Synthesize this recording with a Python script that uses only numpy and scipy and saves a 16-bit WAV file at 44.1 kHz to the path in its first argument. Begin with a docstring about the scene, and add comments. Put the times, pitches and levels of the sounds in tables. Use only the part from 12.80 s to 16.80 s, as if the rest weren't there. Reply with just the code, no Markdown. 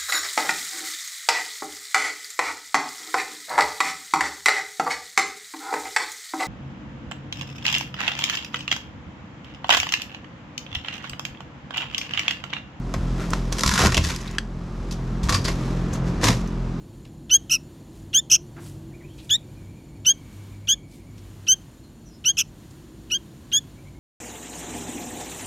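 """Ripping apart a boat hull

Close by, hands rip rotten plywood and brittle fibreglass off a hull. Fibres snap and crackle
in three pulls, and the loosened panel thumps and shudders. Scraps knock, splinters tick and
fingers rub over the wood. The hull gives a short echo; a small engine drones in the background."""
import sys
import numpy as np
from scipy import signal
from scipy.fft import rfft, irfft
from scipy.io import wavfile
from scipy.ndimage import uniform_filter1d

SR = 44100
rng = np.random.default_rng(int(sys.argv[2]) if len(sys.argv) > 2 else 0)


def digitize_waveform(pressure):
    """Quantize a signal to 16-bit integers and store it at the path in sys.argv[1].

    Rows of a 2-D input are taken as channels; values are limited to [-1, 1].
    """
    field = np.atleast_2d(pressure).T
    bounded = np.clip(field, -1, 1)
    quanta = np.round(bounded * 32767).astype(np.int16)
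    wavfile.write(sys.argv[1], SR, quanta)


N = 176400
T = np.arange(N) / SR

# Fibres snapping: start_s, length_ms, body_db, middle_db, treble_db
SNAPS = [(.139, 2.9, -24.5, -24.5, -31), (0.7252, 2.16, -41, -34, -20.5), (0.784, 1.9, -43, -29, -23),
         (0.793, 1.8, -52, -28, -20.5), (.808, 1.9, -51, -38, -20.5), (0.8349, 1.2, -20.5, -13, -12.5),
         (0.8624, 1.2, -25, -22, -13.5), (0.8766, 1.6, -30, -22, -15.5), (.892, 1.35, -35, -20, -15.5),
         (0.9135, 4.1, -38, -23.5, -23), (0.9375, 5.8, -32, -27.5, -22), (.9565, 2.7, -29, -22, -22),
         (0.9774, 2.7, -33, -18.5, -19.5), (0.9889, 5, -20.5, -22.5, -20.5), (1.008, 4, -30, -32, -24),
         (1.023, 5.7, -23, -23, -23.5), (1.037, 2.7, -16.5, -32, -22.5), (1.049, 2.2, -14.5, -20, -21),
         (1.0581, 2, -29, -17, -20), (1.069, 1.74, -17.5, -20.5, -16.5), (1.121, 4.1, -28, -21.5, -25.5),
         (1.1445, 2.7, -22.5, -22.5, -19), (1.1684, 3.9, -20.5, -38, -20), (1.177, 2, -21, -19, -19),
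         (1.3625, 0.65, -52, -53, -22.5), (2.1112, 3.7, -52, -57, -32), (2.125, 4.5, -48, -57, -34),
         (2.487, 1.9, -41, -25, -29), (2.493, 5.9, -28.5, -23.5, -20.5), (2.524, 4.4, -25.5, -25.5, -23),
         (2.546, 5, -29.5, -22.5, -22.5), (2.649, 2.9, -38, -28, -29), (2.682, 4.34, -28, -25, -27),
         (3.431, 3.3, -19, -24.5, -37), (3.4403, 4.3, -26.5, -19, -19.5), (3.455, 2.5, -35, -22.5, -22),
         (3.469, 5.5, -35, -19, -28), (3.486, 2.7, -16, -24, -19.5)]
# Fine crackle, one list for each pull: time_s, body_db, middle_db, treble_db
PULLS = [
    [(.72, -38, -45, -47), (.82, -42, -42.5, -36), (.88, -49, -38.5, -30.5), (.975, -43, -33.5, -34),
     (1.01, -26, -22.5, -25), (1.065, -36, -33, -29), (1.09, -36, -34, -40), (1.12, -47, -44, -41),
     (1.19, -34, -49, -49), (1.225, -51, -39, -40), (1.24, -41, -34, -30.5), (1.30, -40, -32, -33.5),
     (1.385, -54, -46.5, -48.5), (1.57, -69, -44, -55)],
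    [(2.43, -50, -43, -39.5), (2.445, -40, -39, -36), (2.48, -37, -47, -51), (2.545, -45, -36.5, -29.5),
     (2.60, -46, -44, -48), (2.64, -57, -68, -52), (2.648, -38, -32.5, -31), (2.685, -45, -33.5, -39),
     (2.73, -54, -45, -44.5)],
    [(3.413, -43, -37, -43), (3.45, -20, -29, -21), (3.465, -34, -38, -29.5), (3.482, -25, -22, -22),
     (3.505, -32.5, -31, -33.5), (3.54, -37.5, -39, -41.5), (3.62, -59, -79, -51.5)],
]
# Where the three pitch bands begin: body_hz, middle_hz, treble_hz
BAND_EDGES_HZ = [248, 923, 2880]
# Tone of the layered wood and fibreglass: frequency_hz, level_db
LAMINATE_COLOUR = [(200, 7.5), (450, 3.5), (620, 1.5), (860, -2), (1050, 6.5), (1400, 1.5), (1800, 3.5),
                   (2600, 0.5), (3500, 1.5), (5200, 3), (7000, 0), (8500, -7), (12000, -14), (14000, -21),
                   (16000, -57)]
# Strips ringing as they give way: start_s, end_s, pitch_hz, width_hz, boost_db
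STRIPS = [(.72, 1.104, 1380, 145, 9), (0.797, 0.982, 960, 130, 9.5), (1.135, 1.218, 2840, 870, 9),
          (2.478, 2.559, 1143, 130, 10.5), (2.523, 2.69, 4720, 119, 14), (0.995, 1.09, 745, 130, 6.5),
          (3.426, 3.525, 1189, 148.6, 3)]
# The panel springing back: start_s, level_db, pitch_hz
THUMPS = [(0.164, -21.5, 73), (0.86, -15, 65.7), (0.99, -18, 81.4), (1.041, -10.5, 74.8),
          (1.174, -11.5, 79), (1.25, -20.5, 74), (2.438, -16, 61.03), (3.439, -14, 106.2),
          (3.486, -11, 120.3)]
# The panel's ringing tones: pitch_ratio, level_db, ring_s (time to fade by 60 dB)
PANEL_TONES = [(1, -0.5, 0.33), (1.55, -2, 0.17), (2.1, 1.5, 0.074), (2.75, -8, 0.11), (3.6, -14, 0.17)]
# The bent panel shuddering: start_s, end_s, pitch_hz, level_db
SHUDDERS = [(0.84, 0.98, 190, -24.5), (0.977, 1.11, 200, -20), (0.975, 1.17, 128, -25.5),
            (2.51, 2.62, 98, -21.5)]
# Loose scraps knocking: start_s, level_db, pitch_hz, tilt_db_per_octave
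KNOCKS = [(0.5339, -10.5, 1080, -16), (1.5836, -8.5, 1406, 2.5)]
# A scrap's ringing tones: pitch_ratio, level_db, ring_s
SCRAP_TONES = [(1, 4, 0.014), (1.19, 15.5, 0.0086), (1.85, 2, 0.011), (2.35, 7, 0.01), (3.33, 1, 0.01),
               (4.1, -7, 0.0066), (5.55, -5, 0.0078)]
# Splinters ticking: start_s, swell_ms, level_db, pitch_hz
TICKS = [(.385, 26, -30, 1390), (.505, 0.79, -19.5, 7000), (1.411, 3, -30, 5970), (1.475, 2.3, -29, 3870),
         (1.51, 2, -35, 6800), (3.131, 5.3, -27, 6330), (3.675, 1.01, -36, 6000)]
# Fingers and grit rubbing on wood: time_s, level_db
RUB_LEVELS = [(0, -53.5), (.17, -43), (.36, -42.5), (.41, -34), (.49, -40), (.54, -32), (.62, -41),
              (1.45, -55), (1.52, -46), (1.67, -54), (2.13, -46), (2.42, -49), (2.72, -38.5), (2.86, -38),
              (3.1, -46.5), (3.155, -33), (3.21, -58), (3.28, -36.5), (3.33, -46.5), (3.58, -41.5),
              (3.76, -49.5)]
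# Tone of the rubbing: frequency_hz, level_db
RUB_COLOUR = [(300, 19.5), (1500, 5.5), (5500, 0.5), (7200, -3), (8800, -10), (12500, -15.5), (15000, -31)]
# The running engine: time_s, firing_hz, lowest_tone_db, upper_tones_and_clatter_db
ENGINE = [(0, 42.71, -0.5, -4), (.3, 43.17, 6, -0.5), (1.2, 42.75, 3, -5), (1.6, 43, -1, -7),
          (2.2, 42.95, 4, -3), (2.7, 43.71, 5, 0.5), (3.3, 43.51, 7.5, 3), (3.8, 43.1, 5, -1.5)]
# Exhaust tones at 1, 2, 3... times the firing rate: level_db
EXHAUST_DB = [-34.5, -74, -32.5, -33, -37.5, -44, -47, -49.5, -47.5]
# Tone of the engine's clatter: frequency_hz, level_db
CLATTER_COLOUR = [(20, -18.5), (45, 4), (75, 5), (110, 3), (200, -1), (300, -2), (500, -10), (800, -14),
                  (1200, -14), (2000, -25), (7000, -38.5), (16000, -74)]

CRACK_WIDTH = 0.25  # left-right spread; 0 is dead centre


def snaps(bands):
    """Each snap is a rush of tiny breaks that dies away within milliseconds."""
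    out, t = np.zeros((2, N)), T[:SR // 20]
    break_chance = 0.15  # per sample
    for start, length_ms, *levels in SNAPS:
        length_s = length_ms / 1000
        fade = np.exp(-(t / (2.01 * length_s)) ** 0.97)
        for band, db in zip(bands, levels):
            breaks = (rng.random(len(t)) < break_chance) | (t == 0)
            snap = through(rng.standard_normal((2, len(t))) * breaks * fade, band)
            # longer snaps carry more energy
            snap *= np.sqrt(length_s * SR / np.sum(snap ** 2, axis=1, keepdims=True))
            add(out, start, amp(db) * stereo(snap, CRACK_WIDTH))
    return out


def tearing(bands):
    """Fibres give way in bunches: a dense, uneven crackle for as long as a pull lasts."""
    out, bunch_db = np.zeros((2, N)), 3
    fibres = clicks(per_s=2800, spread_db=1.5) * unit(amp(bunch_db * wander(300)))
    for column, band in enumerate(bands, 1):
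        force = sum(amp(np.interp(T, pull[:, 0], pull[:, column], left=-np.inf, right=-np.inf))
                    for pull in map(np.array, PULLS))
        out += through(fibres * force, band)
    return out


def laminate_bands():
    """How the layered board answers one tiny break, split into body, middle and treble."""
    low, mid, high = BAND_EDGES_HZ
    bands = []
    for edges, kind in [([low, mid], "band"), ([mid, high], "band"), (high, "high")]:
        band_filter = signal.butter(3, edges, kind, fs=SR, output="sos")
        band = signal.sosfilt(band_filter, colour(LAMINATE_COLOUR))
        bands.append(band / np.linalg.norm(band))
    return bands


def strips(cracks):
    """The cracks make each strip ring at its own pitch until it comes off."""
    out = cracks
    for start, end, hz, width_hz, boost_db in STRIPS:
        attached = np.clip(np.minimum(T - start, end - T) * 100, 0, 1)  # 10 ms fade in and out
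        out = out + (amp(boost_db) - 1) * resonate(cracks * attached, hz, sharpness=hz / width_hz)
    return out


def thumps():
    """The panel springs back and booms when a piece lets go."""
    out, t = np.zeros(N), T[:SR // 2]
    push_s = 0.0039
    for start, db, hz in THUMPS:
        add(out, start, amp(db) * ring(PANEL_TONES, hz, t) * (1 - np.exp(-t / push_s)))
    return out


def shudders():
    """A bent panel shudders in a low tone whose strength and pitch waver."""
    out, waver = np.zeros(N), 0.48
    for start, end, hz, db in SHUDDERS:
        progress = np.clip((T - start) / (end - start), 0, 1)
        swell = np.sqrt(np.abs(np.sin(np.pi * progress)))
        strength = amp(db) * swell * (1 + waver * wander(40))
        out += strength * np.sin(2 * np.pi * hz * T + 2 * waver * wander(30))
    return out


def knocks():
    """A hard scrap rings briefly, with a gritty crunch where it hits."""
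    out, t = np.zeros((2, N)), T[:SR // 10]
    rise_s, crunch_s, crunch_db = 0.0014, 0.004, -4.5
    grit_colour = colour([(800, -25), (1500, 1), (6000, -4), (12000, -23), (16000, -45)])
    for start, db, hz, tilt in KNOCKS:
        tone = ring(SCRAP_TONES, hz, t, tilt) * (1 - np.exp(-t / rise_s))
        grit = through(rng.standard_normal((2, len(t))) * np.exp(-t / crunch_s), grit_colour)
        crunch = amp(crunch_db) * stereo(grit / np.abs(grit).max(), width=0.31)
        add(out, start, amp(db) * (tone / np.abs(tone).max() + crunch))
    return out


def ticks():
    """A splinter catches and slips: a short scratch that rings at its own pitch."""
    out, t = np.zeros((2, N)), T[:SR // 10]
    for start, swell_ms, db, hz in TICKS:
        age = t / (swell_ms / 1000)
        scratch = rng.standard_normal((2, len(t))) * age * np.exp(-age)
        tick = resonate(scratch, hz, sharpness=7.2)
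        add(out, start, amp(db) * stereo(tick / np.abs(tick).max(), CRACK_WIDTH))
    return out


def rubbing():
    """Fingers drag very fine grains over the wood."""
    strength = amp(np.interp(T, *np.array(RUB_LEVELS).T))
    return through(clicks(per_s=4500, spread_db=3) * strength, colour(RUB_COLOUR))


def hull_echo(sound, echo_db=0):
    """A near wall of the hull throws the sound back; a short blurred tail follows."""
    bounce_s, bounce_db = 0.0077, -18
    tail_s, tail_db = 0.22, -9
    t = T[:SR // 2]
    tail = rng.standard_normal((2, len(t))) * np.exp(-np.log(1000) * t / tail_s)
    echo = amp(tail_db) * stereo(tail / np.linalg.norm(tail[0]), width=0.37)
    echo[:, int(bounce_s * SR)] += amp(bounce_db)
    return sound + amp(echo_db) * through(sound, echo)


def engine():
    """Exhaust pulses make a wavering drone, and clatter swells each time the engine fires."""
    waver, delay_s = 0.26, 0.003
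    clatter_db, clatter_depth = -31.5, 0.1
    times, *columns = np.array(ENGINE).T
    firing_hz, lowest_db, upper_db = (np.interp(T, times, column) for column in columns)
    phase = 2 * np.pi * np.cumsum(firing_hz) / SR
    exhaust = np.zeros(N)
    for k, tone_db in enumerate(EXHAUST_DB, 1):
        db = tone_db + (lowest_db if k == 1 else upper_db)
        strength = np.sqrt(2) * amp(db) * (1 + waver * wander(12))
        lag = k * k * firing_hz * delay_s  # higher tones trail behind, smearing each pulse
        exhaust += strength * np.cos(k * phase - lag + waver * wander(12))
    pulsing_noise = rng.standard_normal((2, N)) * (1 + clatter_depth * np.cos(phase))
    clatter = through(pulsing_noise, colour(CLATTER_COLOUR, size=4096))
    return exhaust + amp(clatter_db + upper_db) * stereo(clatter, width=0.35)


def clicks(per_s, spread_db):
    """Random clicks, most small and a few large, each from its own direction."""
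    sizes = amp(spread_db * np.minimum(rng.exponential(size=N), 5)) * rng.choice([-1, 1], N)
    train = sizes * (rng.random(N) < per_s / SR)
    train /= np.sqrt(np.abs(uniform_filter1d(train ** 2, size=1300)) + 1e-9)  # keep the level steady
    return stereo([train, train * rng.standard_normal(N)], CRACK_WIDTH)


def ring(tones, hz, t, tilt=0):
    """The fading tones of a struck object; tilt (dB per octave) favours the high ones."""
    return sum(amp(db + tilt * np.log2(ratio)) * np.sin(2 * np.pi * ratio * hz * t)
               * np.exp(-np.log(1000) * t / ring_s) for ratio, db, ring_s in tones)


def resonate(sound, hz, sharpness):
    """Keep the part of a sound near one pitch."""
    return signal.lfilter(*signal.iirpeak(hz, sharpness, fs=SR), sound)


def colour(points, size=1024):
    """Turn (frequency_hz, level_db) points into a filter with that tone."""
    hz, db = np.array(points).T
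    grid_hz = np.maximum(np.fft.rfftfreq(size, 1 / SR), 1)
    cepstrum = irfft(np.log(amp(np.interp(np.log(grid_hz), np.log(hz), db))))
    # move the energy to the start, so the filter answers like a tap
    cepstrum[1:size // 2] *= 2
    cepstrum[size // 2 + 1:] = 0
    response = irfft(np.exp(rfft(cepstrum)))
    return response / np.linalg.norm(response)


def through(sound, response):
    """Pass a sound through a filter or echo, keeping its length."""
    filtered = signal.fftconvolve(np.atleast_2d(sound), np.atleast_2d(response), axes=1)
    return filtered[:, :sound.shape[-1]]


def wander(turns_per_s):
    """A smooth random drift, about 1 in size."""
    step = int(SR / turns_per_s)
    stairs = np.repeat(rng.standard_normal(N // step + 1), step)
    return unit(uniform_filter1d(stairs, step)[:N])


def stereo(pair, width):
    """Make left and right from a middle and a side signal."""
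    return pair[0] + width * pair[1] * np.array([[1], [-1]])


def add(out, start_s, sound):
    """Mix a sound in at a given time."""
    i = int(start_s * SR)
    out[..., i:i + sound.shape[-1]] += sound[..., :N - i]


def amp(db):
    """Turn decibels into a multiplier."""
    return 10 ** (np.asarray(db) / 20)


def unit(sound):
    """Scale to an average power of 1."""
    return sound / np.sqrt(np.mean(sound ** 2))


def scene():
    """The handwork echoes off the hull, over the low panel sounds and the engine."""
    bands = laminate_bands()
    breaking = strips(snaps(bands) + tearing(bands))
    handwork = hull_echo(breaking + rubbing() + ticks()) + hull_echo(knocks(), echo_db=-8)
    return handwork + thumps() + shudders() + engine()


def record(dry):
    """Two close microphones hear the bass alike and differ most in the upper middle."""
    side_cut_hz, side_peak_hz, side_peak_db, top_hz = 680, 2320, 4, 15800
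    bass_cut = signal.butter(2, side_cut_hz, "high", fs=SR, output="sos")
    side = signal.sosfilt(bass_cut, (dry[0] - dry[1]) / 2)
    side += (amp(side_peak_db) - 1) * resonate(side, side_peak_hz, sharpness=2)
    treble_cut = signal.ellip(8, 0.2, 80, top_hz, fs=SR, output="sos")
    return signal.sosfilt(treble_cut, stereo([dry.mean(axis=0), side], width=1))


dry = scene()
out = record(dry)
digitize_waveform(out)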